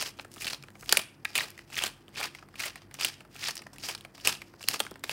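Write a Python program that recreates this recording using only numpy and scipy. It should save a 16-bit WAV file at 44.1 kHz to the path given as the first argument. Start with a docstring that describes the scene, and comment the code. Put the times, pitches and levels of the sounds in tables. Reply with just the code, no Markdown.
"""In a quiet kitchen, a hand-held pepper mill is twisted back and forth close to the microphone.
Peppercorns fracture between the burrs in short bursts, and the crumbs are sheared to grit, a dense
train of clicks. Both excite the modes of the mill's shell, and the hand adds soft, low knocks.
The walls reflect the mill's sound; beneath it lie steady room noise and a far appliance's hum."""
import sys
import numpy as np
from scipy import signal
from scipy.fft import rfft, irfft
from scipy.io import wavfile

SR = 44100
rng = np.random.default_rng(int(sys.argv[2]) if len(sys.argv) > 2 else 0)


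def unload_audio(sound):
    """Save the sound as a 16-bit wav file, at the path given as the first command line argument."""
    columns = np.transpose(np.atleast_2d(sound))
    # keep every value between -1 and 1, then stretch to whole-number steps
    steps = np.round(np.clip(columns, -1, 1) * 32767)
    wavfile.write(sys.argv[1], SR, steps.astype(np.int16))


N = 225839
TIME = np.arange(N) / SR
CROSSOVER_HZ = 5650   # divides the body of a break from its treble


def from_db(db):
    """Amplitude ratio of a level in decibels."""
    return 10 ** (np.asarray(db) / 20)


def rms_one(x):
    """Normalisation to unit rms."""
    return x / np.sqrt(np.mean(x ** 2) + 1e-20)


def resonance(x, hz, width_hz):
    """A damped resonator: two poles, unit gain at the peak."""
    r = np.exp(-np.pi * width_hz / SR)
    poles = [1, -2 * r * np.cos(2 * np.pi * hz / SR), r * r]
    return signal.lfilter([(1 - r * r) / 2, 0, (r * r - 1) / 2], poles, x)


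def passed(x, hz, kind):
    """Second-order low-, high- or band-pass filtering."""
    return signal.sosfilt(signal.butter(2, hz, kind, fs=SR, output="sos"), x)


def drift(rate_hz):
    """Slow random fluctuation: low-passed noise of unit rms."""
    return rms_one(passed(rng.standard_normal(N + SR), rate_hz, "low")[SR:])


# The spectrum of the room noise. Each row: frequency in Hz, relative spectral density in dB.
ROOM_SPECTRUM = [(25, -36), (45, -5.5), (125, 1.5), (340, -1.5), (420, -5.5), (900, -11), (2000, -16.5),
                 (4000, -72), (8000, -33), (15000, -32.5)]


def room_noise(level_db):
    """Stationary noise: a white spectrum weighted towards the bass."""
    hz = np.maximum(np.arange(N // 2 + 1) * SR / N, 1)
    point_hz, point_db = np.transpose(ROOM_SPECTRUM)
    colour = from_db(np.interp(np.log(hz), np.log(point_hz), point_db))
    return from_db(level_db) * rms_one(irfft(rfft(rng.standard_normal(N)) * colour, N))


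# The partials of the hum. Each row: centre frequency in Hz, median rms level in dB.
HUM_PARTIALS = [(50, -72.5), (99, -66), (139, -66.5), (200, -71), (277, -70.5), (344, -68.5)]


def appliance_hum():
    """A line spectrum: each partial of the far appliance wavers in frequency and amplitude."""
    hum = 0
    for hz, level_db in HUM_PARTIALS:
        phase = 2 * np.pi * np.cumsum(hz + 1.54 * drift(4.5)) / SR
        hum += from_db(level_db + 4.3 * drift(5.5)) * np.sqrt(2) * np.sin(phase)
    return hum


# The kitchen's reverberation. Each row: band frequency in Hz, time to fall 60 dB in seconds,
# echo level in dB before weighting for bandwidth.
REVERB_BANDS = [(382, 0.081, -39.5), (928, 0.23, -34.5), (1600, 0.36, -31), (3110, 0.39, -28.5),
                (5050, 0.27, -25), (10200, 0.3, -17), (13300, 0.17, -16)]


def wall_echoes(x):
    """Reverberation: convolution with noise that decays exponentially, band by band."""
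    t = np.arange(SR // 2) / SR
    onset = 1 - np.exp(-t / 0.00043)
    response = 0
    for hz, t60, echo_db in REVERB_BANDS:
        band = passed(rng.standard_normal(len(t)), [hz / 1.44, min(hz * 1.16, .45 * SR)], "band")
        tail = band * from_db(-60 * t / t60) * onset
        response += from_db(echo_db) * tail / np.sqrt(np.sum(tail ** 2) * 3 * hz / SR) / 2
    return signal.fftconvolve(x, response)[:N]


# The hand knocks or regrips the mill. Each row: start in seconds, level in dB, final pitch in Hz.
KNOCKS = [(0.198, -46, 171), (0.25, -43, 227), (0.309, -50, 116), (0.373, -47, 124), (0.469, -42.5, 229),
          (.895, -65, 231.3), (0.941, -42.5, 70), (0.974, -48, 287), (0.986, -39, 80), (1.841, -39, 170),
          (3.051, -40.5, 200), (3.487, -41.5, 210), (1.368, -58, 302), (2.19, -52.5, 193),
          (3.61, -44.5, 130), (3.665, -43, 246), (4.277, -36, 206), (4.643, -46, 167), (4.701, -43, 103),
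          (4.804, -35, 200), (4.852, -43, 179), (4.915, -36, 151), (5.04, -35, 230)]


def hand_knocks(sag, sag_s, decay_s):
    """Soft impact: a damped low tone whose pitch sags as the skin flattens."""
    t = np.arange(SR // 10) / SR
    out = np.zeros(N + len(t))
    for start, level_db, hz in KNOCKS:
        phase = 2 * np.pi * np.cumsum(hz * (1 + sag * np.exp(-t / sag_s))) / SR
        i = round(start * SR)
        out[i:i + len(t)] += from_db(level_db) * np.sin(phase) * np.exp(-t / decay_s)
    return out[:N]


# The modes of the mill's plastic shell. Each row: frequency in Hz, bandwidth in Hz, relative gain in dB.
SHELL_MODES = [(910, 460, 5.5), (1530, 1400, 23.5), (2100, 350, -12), (2580, 1800, 29), (3470, 300, 5),
               (4640, 1100, 27.5), (6200, 900, -22)]


def shell(x):
    """Modal superposition: the shell's broad resonances add with alternating sign."""
    return sum((-1) ** k * from_db(db) * resonance(x, hz, width)
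               for k, (hz, width, db) in enumerate(SHELL_MODES))


def treble(x, hz, width_hz):
    """Spectral shaping of a break's bright end: a broad resonance over a fainter flat top."""
    high = passed(x, CROSSOVER_HZ, "high")
    peak = resonance(resonance(high, hz, width_hz), hz, 2 * width_hz)
    return rms_one(peak + from_db(-3) * high)


# Turns of the wrist, strong forwards and weak backwards. Each row: start and end in seconds, grit level
# in dB, bite and release rates in dB per second, base rasp and brightness in dB relative to the grit.
WRIST_TURNS = [(0.0, 0.073, -44.5, 450, 401.5, 4.5, -3.5), (0.184, 0.216, -57.5, 597, 595.5, -10, -0.5),
               (0.325, 0.386, -61.5, 899.5, 395.5, 1, 7.5), (0.412, 0.546, -44.5, 696.5, 698.5, 0, -6.5),
               (0.798, 0.876, -65, 304, 397, -10, 8.5), (0.901, 0.978, -45, 499.5, 252.5, 6, -12.5),
               (1.257, 1.324, -60.5, 1505, 405, 5, -3.5), (1.356, 1.421, -36, 1503, 297.5, -9.5, -6),
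               (1.583, 1.601, -61, 401, 400, -8, -3.5), (1.773, 1.869, -37.5, 299, 450, -12.5, -3.5),
               (2.186, 2.255, -38, 499.5, 346.5, -24, -8), (2.351, 2.391, -58.5, 510, 301.5, 1, -8.5),
               (2.601, 2.667, -38, 905, 350, -12, -5.5), (2.762, 2.815, -60.5, 389, 397, -26, -12),
               (2.945, 2.988, -59, 701, 401.5, -5, -3.5), (3.004, 3.077, -39, 900, 282, 1.5, -10),
               (3.327, 3.391, -59, 597, 396, -11, -3), (3.432, 3.499, -39.5, 281, 448.5, 1.5, -5.5),
               (3.834, 3.908, -43.5, 401, 301, 2.5, -2.5), (4.15, 4.237, -63, 798, 401.5, 2.5, -3.5),
               (4.252, 4.298, -35.5, 1494.5, 299.5, -2, -7), (4.613, 4.668, -59, 1494.5, 397.5, 6.5, 0),
               (4.69, 4.752, -36, 1508.5, 603, -2.5, -3.5), (4.802, 4.834, -54, 491, 198.5, 4, -6),
               (5.039, 5.07, -56, 1511, 393, -15, -2), (5.103, 5.122, -42.5, 601.5, 400, -7, -3)]


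def wrist():
    """Envelopes in dB of grit, rasp and brightness: turns bite, hold and let go, and their powers add."""
    power = 1e-9
    for start, end, hold_db, bite, release, _, _ in WRIST_TURNS:
        before, after = np.maximum(start - TIME, 0), np.maximum(TIME - end, 0)
        turn_db = -bite * before - release * after
        trickle_db = -19 - 200.5 * before - 80 * after   # loose crumbs around the turn
        power += from_db(2 * (hold_db + np.maximum(turn_db, trickle_db)))
    grit_db = 10 * np.log10(power)
    starts, ends, *_, rasps, brights = np.transpose(WRIST_TURNS)
    middles = (starts + ends) / 2
    rasp_db = np.interp(TIME, middles, rasps) + 0.056 * (grit_db + 39)   # burrs ring more under load
    bright_db = np.interp(TIME, middles, brights) + 0.037 * (grit_db + 42)
    return grit_db, rasp_db, bright_db


# The moving mill has more bass near the microphone. Each row: time in seconds, extra rumble in dB.
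PROXIMITY = [(0, 1), (.9, 6), (1.6, 0.5), (2.4, -4), (3.4, -5), (4.2, 2), (5.12, 5)]


def grit(grit_db, rasp_db, bright_db, clicks_per_s, spread_db):
    """Shot noise: crumbs sheared between the burrs give dense, uneven clicks that come in clumps."""
    sizes = from_db(spread_db * np.minimum(rng.exponential(1, (4, N)), 4))
    signs = rng.choice([-1, 1], (4, N))
    clumps = from_db(3.58 * drift(53))
    clicks = sizes * signs * (rng.random((4, N)) < clicks_per_s / SR) * clumps
    body = rms_one(passed(shell(clicks[0]), 5100, "low"))
    bright = from_db(bright_db) * treble(clicks[1], hz=3800, width_hz=6900)
    rumble_db = -11 + np.interp(TIME, *np.transpose(PROXIMITY))
    rumble = from_db(rumble_db) * rms_one(passed(clicks[2], [68.6, 900], "band"))
    rasp = from_db(rasp_db) * rms_one(resonance(clicks[3], hz=5070, width_hz=1100))   # the burrs' ring
    return from_db(grit_db) * (body + bright + rumble + rasp)


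def splinters(grit_db, count, low_hz, high_hz):
    """A random point process: rows of small fractures, denser and louder the harder the turn."""
    when, size, pitch, thud, snap, duration = rng.random((count, 6)).T
    cumulative_chance = np.cumsum(from_db(.25 * grit_db))
    i = np.searchsorted(cumulative_chance, when * cumulative_chance[-1])
    level_db = grit_db[i] - 2 - 4 * np.log(1 - .95 * size)
    hz = low_hz * (high_hz / low_hz) ** pitch
    thud_db, snap_db = -26 + 16 * (thud - .5), -13 + 16 * (snap - .5)
    crumble_ms = 2.3 * 3 ** (duration - .5)
    return np.transpose([i / SR, level_db, hz, thud_db, snap_db, crumble_ms])


# The peppercorns that crack aloud. Each row: start in seconds, level in dB, ring frequency in Hz,
# thud and snap in dB relative to that level, crumbling time constant in milliseconds (capped at 12).
FRACTURES = [(.0112, -31.5, 3240, -5, -3, 3.1), (.024, -29, 2320, -5, 0, 2.7),
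             (.0604, -30, 3200, -10, -17, 1.3), (.0834, -40, 4500, -24, -17, 1.4),
             (.1879, -43.5, 3000, 3.5, -18, 2.5), (.196, -31, 2650, -3, -33, 1.26),
             (.2473, -44.5, 1310, -24, -7, 3.8), (.3156, -52.5, 5740, -17, 1, 4.2),
             (.3396, -45.5, 5840, -11, 4, 0.98), (.361, -46.5, 2780, -5, -1, 1.3),
             (.367, -44, 1280, -1, -8, 1.5), (.38, -45.5, 2910, -5, -16, 2.8),
             (.4108, -34.5, 2780, -30, -13, 1.4), (.4189, -37.5, 2340, -31, -3, 14),
             (.4447, -31, 4620, -34, -12, 2.9), (.4681, -27.5, 2550, -15, -7, 2.8),
             (.4771, -25, 4600, -33, -11, 1.1), (.4807, -29.5, 2550, -28, -7, 3),
             (.5, -35, 4600, -34.5, -6, 5.2), (.5314, -33.5, 4740, -10.5, -10, 5.3),
             (.5453, -31.5, 4660, -10, -18, 1.1), (.6256, -42.5, 5150, -16, -10, 1.3),
             (.6366, -42.5, 2280, -3, -9, 2.5), (.684, -45, 1510, -4, -14, 2),
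             (.7034, -50, 1220, -7, -4, 1.2), (.7536, -50.5, 2320, 1, -12, 3.8),
             (.8096, -47, 6040, -21, 3, 0.86), (.8267, -48, 2140, 3.5, -10, 3.1),
             (.8322, -44, 1250, -11, -19, 1.6), (.8594, -43.5, 2600, -14, -2, 1.4),
             (.8816, -49, 4970, -9, -12, 2.9), (.8923, -24.5, 4640, -19, -7, 4.2),
             (.9168, -28, 2760, -28, -15, 2.3), (.9247, -10.5, 4780, -15, 0, 1.9),
             (.927, -14.5, 1560, -6, -8, 1.14), (.9493, -30.5, 1420, -10, -18, 2.5),
             (.9707, -13, 2420, -12.5, -2, 2.63), (.9924, -29.5, 2750, -4, -4, 3.7),
             (1.0158, -36, 4500, -27, -1, .88), (1.2486, -32, 1350, -19, 1, .64),
             (1.252, -21.5, 1845, -19, -17.5, 2.4), (1.3033, -48.5, 5200, 0.5, -5, 1.9),
             (1.3529, -23.5, 2680, -17, -4.5, 8.2), (1.3663, -39, 2820, -24, 9, 1.5),
             (1.378, -21.5, 2500, -22, -1.5, 2.6), (1.3859, -18.5, 1710, -10.5, -21, 1),
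             (1.3956, -29, 4400, -17, -24, 3.3), (1.4051, -26, 1960, -19, -19, 4.7),
             (1.4216, -40, 4350, -4, -14, 3.4), (1.4328, -40, 4280, -4, -5.5, 9.8),
             (1.5034, -46, 5560, -23, 7.5, 1.2), (1.5156, -57, 5400, -6, 0, 1.1),
             (1.5773, -42.5, 1950, -16, -8, 2.7), (1.591, -39, 1920, -7, -15, 1.9),
             (1.7013, -47, 2680, -0.5, -4, 1.3), (1.7221, -46, 1970, -17.5, -12, 3.8),
             (1.7351, -55, 2420, -21, -13, 2), (1.7433, -29, 2460, -27, -16, 0.58),
             (1.7551, -37, 6200, -28, -5, 2.1), (1.7671, -24.5, 2860, -40, -27, 1.2),
             (1.781, -25, 2020, -30, -13, 1.6), (1.7891, -19, 3200, -36, -27, 0.99),
             (1.812, -37, 2450, -2, -18, 5.8), (1.8217, -30, 2600, -17, -25, 5.2),
             (1.8372, -21.5, 2980, -4.5, -2, 1.7), (1.8605, -37, 4300, -18, -6, 11),
             (1.8763, -41, 3200, -2, -1, 5.9), (2.081, -43, 3190, -5.5, -12, .96),
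             (2.0894, -57.5, 1210, -1, -1.5, 2.5), (2.1419, -54.5, 2470, -0.5, -5, 4.9),
             (2.1578, -35.5, 2380, -26, -28, 1.8), (2.1747, -35, 1560, -20, -10, 1.4),
             (2.1791, -37, 2200, -30, -13, 3.9), (2.2023, -38.5, 3300, 3, -1, 6.5),
             (2.211, -31.5, 1440, -8, -15, 3.5), (2.2295, -28.5, 2300, -29, -10, 3.7),
             (2.248, -36.5, 2830, 0.5, -16, 4.4), (2.2699, -40.5, 1730, -27, -12, 3.7),
             (2.3487, -38, 2110, -12.5, -11, 3.1), (2.3857, -49, 2540, -3, -18, 3.7),
             (2.4254, -47, 1336, 2, -23, 2.7), (2.4868, -51, 1290, -3.5, -9, 2.6),
             (2.5414, -47.5, 1300, -3, -18, 1.6), (2.5555, -44, 2620, -12, -9, 5.2),
             (2.5945, -33.5, 2180, -29, -2, 2.2), (2.6017, -27, 2370, -32, -9, 1.4),
             (2.6378, -31, 1880, -26, -22, 4.6), (2.656, -36.5, 2400, -3, 1, 8.6),
             (2.7567, -39.5, 2080, -5, -6, 3.5), (2.8189, -47, 5520, 0, -12, 0.96),
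             (2.911, -46.5, 1880, -5, -9, 2.4), (2.9202, -51, 2130, -4, -22, 0.93),
             (2.9413, -40.5, 5990, -6, 1.5, 2.2), (2.949, -43.5, 2030, -22, -6, 2.1),
             (2.9887, -36, 2360, -3, -16, 0.95), (3.0098, -29.5, 2700, -13, -5, 4.7),
             (3.0274, -34, 2360, -6.5, -23, 3.1), (3.0466, -20, 2920, -17.5, -3, 3.9),
             (3.0701, -31, 4480, -22, -8, 1.6), (3.0831, -37, 2960, -21, -2, 2.5),
             (3.1405, -45.5, 5740, -19, -16, 2.9), (3.2059, -46, 2300, -2, -8.5, 3.6),
             (3.25, -53, 1190, 1.1, -10, 2.6), (3.3553, -46.5, 2570, 3, -9.5, 1.5),
             (3.363, -41.5, 2490, -21, -6, 2), (3.4124, -48, 4910, -30, -11, 5.2),
             (3.4258, -39, 2100, -28, -12, 7.7), (3.432, -36, 3750, -30, -20, 4.4),
             (3.4586, -34, 3650, -25, -22, 13), (3.4842, -28.5, 4770, -1.5, -5, 3.2),
             (3.5078, -36, 5030, -33, -3, 1.6), (3.554, -44, 5450, -11, 5.5, 3.6),
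             (3.5683, -33, 5700, -32, -7, 1.6), (3.5772, -36.5, 5800, -28, -7, 3.5),
             (3.5916, -43, 5270, -8, -18, 5.1), (3.6187, -44, 2040, -6, -5, 3.5),
             (3.667, -39.5, 1780, -4, -14, 2.2), (3.7312, -54, 6000, 1, -0.5, 16),
             (3.7594, -50.5, 1840, -8, -5, 4.2), (3.7833, -40.5, 2730, -9, -2, 1.4),
             (3.8364, -35, 5060, -10, -15, 2.2), (3.8863, -35, 2950, -3.5, -3, 9.9),
             (3.8964, -33, 2190, -4, -14, 2.1), (3.9102, -36, 4800, -25, -8, 3),
             (3.9495, -31.5, 4760, -10.5, -7.5, 2.5), (3.9776, -44, 3560, -19, -5, 1.2),
             (4.009, -42, 3600, -14, -4, 1.4), (4.0492, -40, 2480, -3.5, -9.5, 3),
             (4.1488, -52, 3840, 2.5, -12, 1.5), (4.1789, -47.5, 2280, -1, -7, 2.7),
             (4.1998, -43.5, 2760, -20, -8, 1.5), (4.2486, -33, 2800, -20, -7.5, 11),
             (4.2732, -11, 2700, -20, .5, 1.07), (4.2759, -31, 3070, -5, -1, 16),
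             (4.305, -41, 2870, -2, 5, 1.8), (4.3258, -35, 3500, -8, -4, 3.5),
             (4.3505, -40.5, 3100, -13, -7.5, 4.3), (4.4174, -36.5, 2160, -9.5, -10.5, 3.2),
             (4.538, -52.5, 1530, 5, -11, 2.7), (4.6081, -45.5, 2465, 1, -9, 2.5),
             (4.628, -36.5, 3100, -45, -4, 1.1), (4.6389, -36.5, 2780, -12, -6, 1.9),
             (4.677, -34, 4590, -26, -20, 1.36), (4.686, -10.5, 4420, -31, -1.5, 0.7),
             (4.7118, -32, 4480, -16, -7, 1.6), (4.741, -25.5, 1250, -17, -4, 0.99),
             (4.7441, -27.5, 2450, -2.5, -14, 1.2), (4.794, -40.5, 4330, -18, 3, 5.2),
             (4.802, -20, 3040, -5.5, -3, 2.65), (4.8503, -38.5, 1190, -5, -7, 1.1),
             (4.8656, -31.5, 1430, -14, -17, 1.3), (4.9109, -45.5, 4830, -15, 3.5, 1.1),
             (4.9153, -49.5, 1210, 8, -3, 1.7), (4.9406, -47, 5300, -24, -13, 0.57),
             (4.9565, -45.5, 1620, -3, -11, 3.4), (4.994, -61, 4450, -10, 8, 1.4),
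             (5.038, -30.5, 1390, -6, -2.5, 2.6), (5.041, -29, 4600, -31, -22, 1.4),
             (5.0941, -23.5, 2500, -6.5, -10, 1.64)]


def cracks(splinter_rows, rise_s, split_s, ring_q):
    """Brittle fracture: each burst excites one damped ring, the shell, a thud and a bright snap."""
    rows = np.vstack([FRACTURES, splinter_rows])
    length = 2048
    t = np.arange(length) / SR
    noise = rng.standard_normal((len(rows), 3, length)) * (1 - np.exp(-t / rise_s))
    noise *= np.sqrt(np.abs(noise))   # fragments are spikier than plain noise
    split = from_db(3.5) * np.exp(-t / split_s)
    out = np.zeros(N + length)
    for (start, level_db, hz, thud_db, snap_db, crumble_ms), fragments in zip(rows, noise):
        crumble_s = min(crumble_ms, 12) / 1000
        burst = fragments * (split + np.exp(-t / crumble_s))   # the husk splits, then the pieces crumble
        ring = rms_one(resonance(burst[0], hz, hz / ring_q))
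        shell_ring = from_db(-5) * rms_one(shell(burst[0]))
        body = rms_one(passed(ring + shell_ring, CROSSOVER_HZ, "low"))
        jolt = fragments[1] * np.exp(-t / (1.8 * crumble_s))   # the whole mill responds more slowly
        thud = from_db(thud_db) * rms_one(passed(jolt, [429, 1400], "band"))
        snap = from_db(snap_db) * treble(burst[2], hz=7960, width_hz=4500)
        gain = from_db(level_db) * np.sqrt(crumble_s * SR / length)   # energy grows with duration
        i = round(start * SR)
        out[i:i + length] += gain * (body + thud + snap)
    return out[:N]


def scene():
    """Superposition of the mill's direct sound, its reverberation and the background."""
    grit_db, rasp_db, bright_db = wrist()
    mill = grit(grit_db, rasp_db, bright_db, clicks_per_s=5000, spread_db=5)
    mill += hand_knocks(sag=2.9, sag_s=.004, decay_s=.008)
    splinter_rows = splinters(grit_db, count=90, low_hz=1510, high_hz=5900)
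    mill += cracks(splinter_rows, rise_s=.0002, split_s=.00035, ring_q=4.9)
    return (mill + wall_echoes(mill) + room_noise(level_db=-59) + appliance_hum())[None]


def record(dry):
    """Soft saturation rounds the loudest peaks; a steep low-pass limits the band to 15.8 kHz."""
    rounded = .9 * np.tanh(dry / .9)
    return signal.sosfilt(signal.ellip(12, .5, 95, 15800, fs=SR, output="sos"), rounded)


dry = scene()
out = record(dry)
unload_audio(out)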